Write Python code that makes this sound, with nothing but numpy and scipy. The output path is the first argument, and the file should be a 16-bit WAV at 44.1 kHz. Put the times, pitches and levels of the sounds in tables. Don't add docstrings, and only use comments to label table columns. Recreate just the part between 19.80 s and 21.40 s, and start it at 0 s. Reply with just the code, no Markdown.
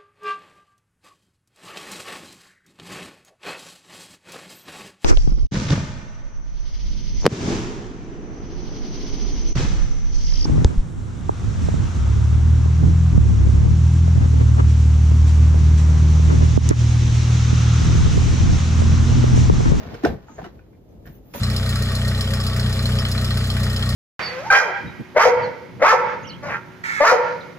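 import sys
import numpy as np
from scipy import signal
from scipy.fft import rfft, irfft
from scipy.io import wavfile

SR = 44100
rng = np.random.default_rng(int(sys.argv[2]) if len(sys.argv) > 2 else 0)


def file_out(sig):
    cols = np.atleast_2d(sig).T
    lim = np.clip(cols, -1, 1)
    pcm = np.round(lim * 32767).astype(np.int16)
    wavfile.write(sys.argv[1], SR, pcm)


N = 70560

# (time [s], rub level [dB], rumble level [dB], squeak level [dB], squeak pitch [Hz])
SLIDE = [(0, -44.5, -37, -61, 4620), (.09, -47, -41, -75, 4600), (.14, -46, -39, -61, 4350),
         (.21, -51, -43.5, -69, 4230), (.24, -44, -43, -72, 4360), (.27, -34.5, -28, -87, 4320),
         (.31, -43, -28.5, -91, 4300), (.36, -54, -42.5, -104, 4120), (.43, -60.5, -56, -85, 7100),
         (.48, -57, -64, -70, 6796), (.52, -55.5, -56, -63, 6620), (.55, -53.5, -56, -61.5, 6620),
         (.60, -50.5, -45, -64, 6640), (.66, -48, -47, -89, 6930), (.72, -65, -52.5, -109, 6660),
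         (.80, -62.5, -52, -103, 6700), (.86, -69, -83, -103, 6840), (.97, -74, -71, -100, 6770),
         (1.08, -73.5, -62, -101, 6700), (1.2, -77, -48.5, -100, 6740), (1.25, -67, -58, -98, 6700),
         (1.28, -62.5, -47.5, -97, 6800), (1.36, -65, -61.5, -97, 6770), (1.4, -77, -51, -89, 6640),
         (1.47, -65, -56, -87, 5080), (1.52, -62.5, -53.5, -71, 4970), (1.6, -78, -41.5, -77, 5030)]
# (frequency [Hz], relative level [dB per Hz])
RUB_TONE = [(300, -12), (700, -1.5), (1500, -5.5), (3000, -13.5), (6000, -20), (9000, -37.5), (12000, -34),
            (16000, -31)]
# (frequency [Hz], relative level [dB per Hz])
RUMBLE_TONE = [(25, -15), (50, -4), (90, -4), (170, -3), (350, -12.5), (700, -15.5), (2000, -58.5)]
RUB_GRAINS_PER_S, SQUEAK_WIDTH_HZ = 9000, 900

# (time [s], peak level of own ring [dB], first pitch [Hz], second pitch [Hz], second re first [dB],
#          ring t60 at first pitch [s], rattle length [s], crack level [dB])
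KNOCKS = [(0.052, -31, 479, 698, 4, 0.11, 0, -69), (.088, -35, 2190, 756, -1, .02, 0, -63),
          (0.1425, -35.5, 1310, 3040, 3, 0.012, 0.0028, -41.5),
          (0.1437, -39.5, 5370, 2270, -6, .015, 0.013, -60), (.149, -38, 1390, 2010, -6, 0.031, 0, -62),
          (0.146, -27.5, 468, 718, -2.5, 0.066, 0.0053, -58),
          (0.161, -50, 1300, 4300, -1, 0.046, 0.012, -59),
          (0.235, -27.5, 796, 1200, -21, 0.037, 0.017, -33.5),
          (0.2479, -15.5, 1506, 1294, -13, 0.033, 0.0052, -38.5),
          (.2513, -19.5, 5500, 3840, -3, .012, .0015, -35.5), (0.2502, -6.5, 333, 460, 0, 0.037, 0, -32.5),
          (0.2587, -14, 799, 1450, -9.5, 0.036, 0.0073, -43), (0.269, -17.5, 516, 242, -5.5, 0.029, 0, -43),
          (0.271, -23.5, 145, 800, -17, 0.041, 0.0058, -48), (.2905, -19.5, 130, 540, -7, 0.052, .006, -52),
          (0.299, -26, 300, 800, -3, 0.055, 0.0054, -55), (0.325, -33, 235, 620, -7, 0.052, 0.02, -53),
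          (0.484, -37, 1355, 880, 1.5, 0.035, 0, -57), (.487, -41, 299, 229, 0, 0.099, 0.036, -74),
          (.493, -39.5, 891, 1260, -1, 0.19, 0.0057, -64),
          (0.5815, -31.5, 680, 408, 4.5, 0.036, 0.014, -54), (0.589, -30, 643, 1170, -8, .05, 0.0094, -70),
          (.582, -41.5, 1720, 2360, -15, 0.03, 0.014, -81),
          (0.595, -47.5, 950, 1390, -8, 0.048, 0.015, -75), (0.605, -36, 490, 1230, -5, 0.022, .008, -63),
          (0.616, -26.5, 392, 790, 9, 0.018, 0.0048, -54), (.606, -51, 1880, 2350, -19, 0.014, 0.0035, -73),
          (0.629, -26.5, 197, 3060, -34, 0.023, 0.0066, -54),
          (0.642, -34.5, 1307, 2940, -7, 0.06, 0.0075, -44.5),
          (.645, -26, 379, 753, -8.5, 0.069, 0.0005, -63),
          (0.6565, -31.5, 376, 600, -6, 0.032, 0.0084, -71), (0.656, -43, 2000, 3070, -11, 0.068, 0, -67),
          (0.665, -26.5, 347, 1340, -10, 0.06, 0.0013, -83),
          (0.792, -45, 1487, 2500, -2, 0.04, 0.0025, -85), (.80, -57, 2420, 2900, -13, 0.049, 0.021, -85),
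          (0.93, -61, 2370, 2085, 1, 0.037, .024, -76), (1.09, -63, 6140, 12300, -6, .03, 0.025, -94),
          (1.2553, -46, 1720, 3130, -11, 0.052, 0.019, -61),
          (1.266, -48.5, 1710, 2250, -11, .045, 0.0096, -64),
          (1.274, -46.5, 1833, 3140, -7, 0.047, 0.012, -71), (1.29, -58, 1750, 3100, 5, 0.017, 0.022, -60),
          (1.275, -50, 5350, 2200, -3, .025, 0.0097, -70),
          (1.266, -35.5, 153, 303, -18, 0.092, 0.0081, -55),
          (1.2985, -30.5, 148, 274, -10.5, 0.028, 0, -73), (1.327, -58, 1600, 3520, 0, 0.013, 0.05, -84),
          (1.352, -56.5, 6290, 2940, -2, 0.045, 0.0065, -77), (1.373, -47, 316, 890, -8, .012, 0.006, -75),
          (1.538, -37.5, 2470, 5200, -1, 0.056, 0.0061, -38),
          (1.548, -25.5, 568, 968, -3, 0.1, 0.0039, -38.5), (1.561, -36, 950, 1860, -12, 0.028, 0, -55),
          (1.572, -32.5, 242, 1780, -1, 0.072, 0.017, -65), (1.558, -29, 224, 330, -4, 0.057, 0.0061, -52)]
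# (frequency [Hz], relative level [dB])
DRAWER_MODES = [(157, -26), (232, -7.5), (300, 5), (375, 7), (457, -14), (614, -33), (700, 12), (830, -14),
                (1040, -1.5), (1282, -2), (1440, 5), (1560, 8), (1780, 5), (2250, -19.5)]
# (frequency [Hz], relative level [dB per Hz])
CRACK_TONE = [(800, 8), (2000, 3), (3800, -4), (5400, -6.5), (7500, -13), (10000, -11), (13000, -28.5),
              (16000, -21)]
TOUCHES_PER_S, TOUCH_SHARE, RATTLE_FADE_DB = 950, 0.4, 3
DRAWER_DB, DRAWER_T60_S, PITCH_SPREAD_OCT = -11, 0.04, 0.93
CRACK_RISE_S, CRACK_T60_S = 0.00044, 0.066
KNOCK_FROM_HZ, KNOCK_APART_DB = 120, -2

STOP_S, STOP_DB, STOP_SWELL_S, STOP_T60_S = 0.2368, -5.5, 0.0086, 0.012
STOP_FROM_HZ, STOP_TO_HZ = 335, 294
DESK_S, DESK_DB, DESK_HZ, DESK_RISE_S, DESK_T60_S = 0.254, -19.5, 71.7, 0.018, 0.19

# (time [s], level before treble gain [dB], treble gain [dB])
RUSTLE = [(1.253, -100, 1), (1.257, -60, 13), (1.285, -67, 20), (1.31, -68, 16), (1.36, -72, 25.5),
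          (1.385, -66, 8), (1.40, -76, 2), (1.445, -73, 7), (1.46, -79, 27), (1.53, -63, 11),
          (1.542, -41, -14), (1.56, -40.5, 16), (1.575, -39, 1), (1.6, -39, 3)]
# (frequency [Hz], relative level [dB per Hz])
RUSTLE_TONE = [(300, -20.5), (600, 7.5), (1000, 7), (1500, -3.5), (2400, 3.5), (3000, 0), (3600, 1.5),
               (4300, -3), (5200, -3.5), (6000, -2), (7000, 2), (8500, -24.5), (10500, 6), (12000, -2.5),
               (14000, -3), (15000, -1.5), (15700, -12), (16200, -22)]
RUSTLE_GRAINS_PER_S, TREBLE_FROM_HZ = 10000, 13500

# (frequency [Hz], t60 [s])
ROOM_T60 = [(100, 0.31), (500, 0.32), (2000, 0.29), (6000, 0.16), (16000, 0.084)]
# (frequency [Hz], relative level [dB per Hz])
AIR_TONE = [(25, -35), (45, 6.5), (70, 2.5), (160, -3), (300, -6.5), (500, -11), (900, -24), (1500, -37.5),
            (3000, -40), (6000, -44), (16000, -46.5)]
ROOM_DB, AIR_DB, AIR_WAVER_DB = -12, -47.5, 1.5

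# (frequency [Hz], correlation [-])
LIKENESS = [(60, 0.94), (200, 0.72), (400, 0.5), (800, 0.031), (1500, 0.19), (3000, -0.13), (5000, -0.28),
            (7000, -0.43), (8200, -1.01), (10200, -1), (10800, -0.6), (11300, 0.41), (12300, 1),
            (16000, .99)]
# (frequency [Hz], left minus right [dB])
BALANCE = [(60, 1.5), (500, 1), (1200, 0), (3000, -2.5), (8000, 0.5), (12000, -1)]
MIC_FROM_HZ, CUTOFF_HZ, PEAK_TOP = 36, 15900, 0.85


def amp(db):
    return 10 ** (np.asarray(db) / 20)


def rms_one(x):
    return x / np.sqrt(np.mean(x ** 2) + 1e-20)


def in_time(rows):
    s, *columns = np.transpose(rows)
    return [np.interp(np.arange(N) / SR, s, c) for c in columns]


def at_log_hz(points, hz):
    table_hz, values = np.transpose(points)
    return np.interp(np.log(hz), np.log(table_hz), values)


def at_bins(points, size):
    return at_log_hz(points, np.maximum(np.fft.rfftfreq(size, 1 / SR), 1))


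def coloured(x, tone):
    size = x.shape[-1]
    return rms_one(irfft(rfft(x) * amp(at_bins(tone, size)), size))


def filtered(x, order, hz, kind):
    return signal.sosfilt(signal.butter(order, hz, kind, fs=SR, output="sos"), x)


def drift(rate_hz):
    r = np.exp(-2 * np.pi * rate_hz / SR)
    noise = rng.standard_normal(N + SR)
    return rms_one(signal.lfilter([1], [1, -2 * r, r * r], noise)[SR:])


def grains(per_s, spread_db):
    sizes = amp(spread_db * np.minimum(rng.exponential(1, N), 5))
    present = rng.random(N) < per_s / SR
    return sizes * present * rng.standard_normal((2, N))


def ring(x, hz, t60_s):
    r, w = amp(-60 / (t60_s * SR)), 2 * np.pi * hz / SR
    return signal.lfilter([0, np.sin(w)], [1, -2 * r * np.cos(w), r * r], x + 1e-18)


def sliding():
    rub_db, rumble_db, squeak_db, squeak_hz = in_time(SLIDE)
    rub = coloured(grains(RUB_GRAINS_PER_S, spread_db=2.0), RUB_TONE)
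    rub *= amp(rub_db + 1.6 * drift(22))
    rumble = coloured(rng.standard_normal((2, N)), RUMBLE_TONE)
    rumble *= amp(rumble_db + 3.13 * drift(23.7))
    a, b = rms_one(filtered(rng.standard_normal((2, N)), 2, SQUEAK_WIDTH_HZ / 2, "low"))
    phase = 2 * np.pi * np.cumsum(squeak_hz) / SR
    squeak = (a * np.cos(phase) + b * np.sin(phase)) * amp(squeak_db + 1.9 * drift(30))
    return rub + rumble + squeak * [[0.9], [1]]


def knocks():
    t, out, crack_gain = np.arange(N) / SR, np.zeros((2, N)), np.zeros(N)
    touches = TOUCH_SHARE * (rng.random(N) < TOUCHES_PER_S / SR) * rng.standard_normal((2, N))
    mode_luck = rng.standard_normal((len(KNOCKS), len(DRAWER_MODES), 2))
    mode_hz = np.array(DRAWER_MODES)[:, 0]
    force = np.zeros((len(DRAWER_MODES), 2, N))
    for (s, db, hz, second_hz, second_db, t60_s, length_s, crack_db), luck in zip(KNOCKS, mode_luck):
        i, rattle = int(s * SR), np.zeros((2, SR // 4))
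        n = min(int(length_s * SR) + 2, N - i)
        rattle[:, :n] = touches[:, i:i + n] * amp(np.linspace(0, -RATTLE_FADE_DB, n))
        rattle[:, 0] = 1
        second = ring(rattle, second_hz, t60_s * np.sqrt(hz / second_hz))
        own = ring(rattle, hz, t60_s) - amp(second_db) * second
        scale = amp(db) / np.abs(own).max(axis=1, keepdims=True)
        out[:, i:i + SR // 4] += (scale * own)[:, :N - i]

        near_db = -10 * (np.log2(mode_hz / hz) / PITCH_SPREAD_OCT) ** 2
        mode_gain = amp(near_db[:, None] + 2.0 * luck)
        force[:, :, i:i + n] += mode_gain[:, :, None] * (scale * rattle)[:, :n]

        since = t[i:] - s
        decay_db = crack_db - 60 * np.maximum(since - length_s, 0) / CRACK_T60_S
        crack_gain[i:] += np.clip(since / CRACK_RISE_S, 0, 1) * amp(decay_db)
    for k, (hz, db) in enumerate(DRAWER_MODES):
        out += amp(DRAWER_DB + db) * ring(force[k], hz, DRAWER_T60_S) * (-1) ** k
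    out = filtered(out, 2, KNOCK_FROM_HZ, "high")
    return out + crack_gain * coloured(rng.standard_normal((2, N)), CRACK_TONE)


def stop():
    since = np.maximum(np.arange(N) / SR - STOP_S, 0)
    pressed = np.minimum(since / STOP_SWELL_S, 1)
    hz = STOP_FROM_HZ + (STOP_TO_HZ - STOP_FROM_HZ) * pressed
    phase = 2 * np.pi * np.cumsum(hz * (since > 0)) / SR
    decay = amp(STOP_DB - 60 * np.maximum(since - STOP_SWELL_S, 0) / STOP_T60_S)
    return pressed * decay * np.sin(phase)


def desk():
    since = np.maximum(np.arange(N) / SR - DESK_S, 0)
    swell = (1 - np.exp(-(since / DESK_RISE_S) ** 2)) * amp(DESK_DB - 60 * since / DESK_T60_S)
    phase = 2 * np.pi * DESK_HZ * since
    return swell * (np.sin(phase) + 1.3 * np.sin(0.73 * phase))


def rustle():
    level_db, treble_db = in_time(RUSTLE)
    crackle = coloured(grains(RUSTLE_GRAINS_PER_S, spread_db=1.5), RUSTLE_TONE)
    high = signal.butter(4, TREBLE_FROM_HZ, "high", fs=SR, output="sos")
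    treble = signal.sosfiltfilt(high, crackle)
    return amp(level_db + 0.4 * drift(60)) * (crackle + (amp(treble_db) - 1) * treble)


def room(x):
    size, edges_hz = SR // 2, 40 * 2 ** np.arange(0, 9.1)
    t, white, tail = np.arange(size) / SR, rng.standard_normal((2, size)), 0
    for low_hz, high_hz in zip(edges_hz, edges_hz[1:]):
        t60_s = at_log_hz(ROOM_T60, np.sqrt(low_hz * high_hz))
        band = filtered(white, 2, [low_hz, high_hz], "band")
        tail = tail + band * amp(-60 * t / t60_s) / np.sqrt(t60_s)
    tail = tail * np.minimum(t / 0.011, 1)
    tail /= np.sqrt(np.sum(tail ** 2) / 2)
    return signal.fftconvolve(x, tail, axes=1)[:, :N]


def air():
    return amp(AIR_DB + AIR_WAVER_DB * drift(8.5)) * coloured(rng.standard_normal((2, N)), AIR_TONE)


def ports(x):
    size = N + 4096
    shared, apart = rfft(x, size)
    alike = np.clip(at_bins(LIKENESS, size), -1, 1)
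    lean = amp(at_bins(BALANCE, size) / 2)
    mid = np.sqrt((1 + alike) / 2) * shared
    side = 1j * np.sqrt((1 - alike) / 2) * apart
    return irfft(np.array([(mid + side) * lean, (mid - side) / lean]), size)[:, :N]


def scene():
    things = sliding() + knocks() * amp([[0], [KNOCK_APART_DB]]) + stop() + desk() + rustle()
    return ports(things + amp(ROOM_DB) * room(things) + air())


def record(dry):
    x = filtered(dry, 3, MIC_FROM_HZ, "high")
    x = PEAK_TOP * np.tanh(x / PEAK_TOP)
    top_cut = signal.cheby2(14, 70, CUTOFF_HZ + 300, fs=SR, output="sos")
    return signal.sosfilt(top_cut, x)


dry = scene()
out = record(dry)
file_out(out)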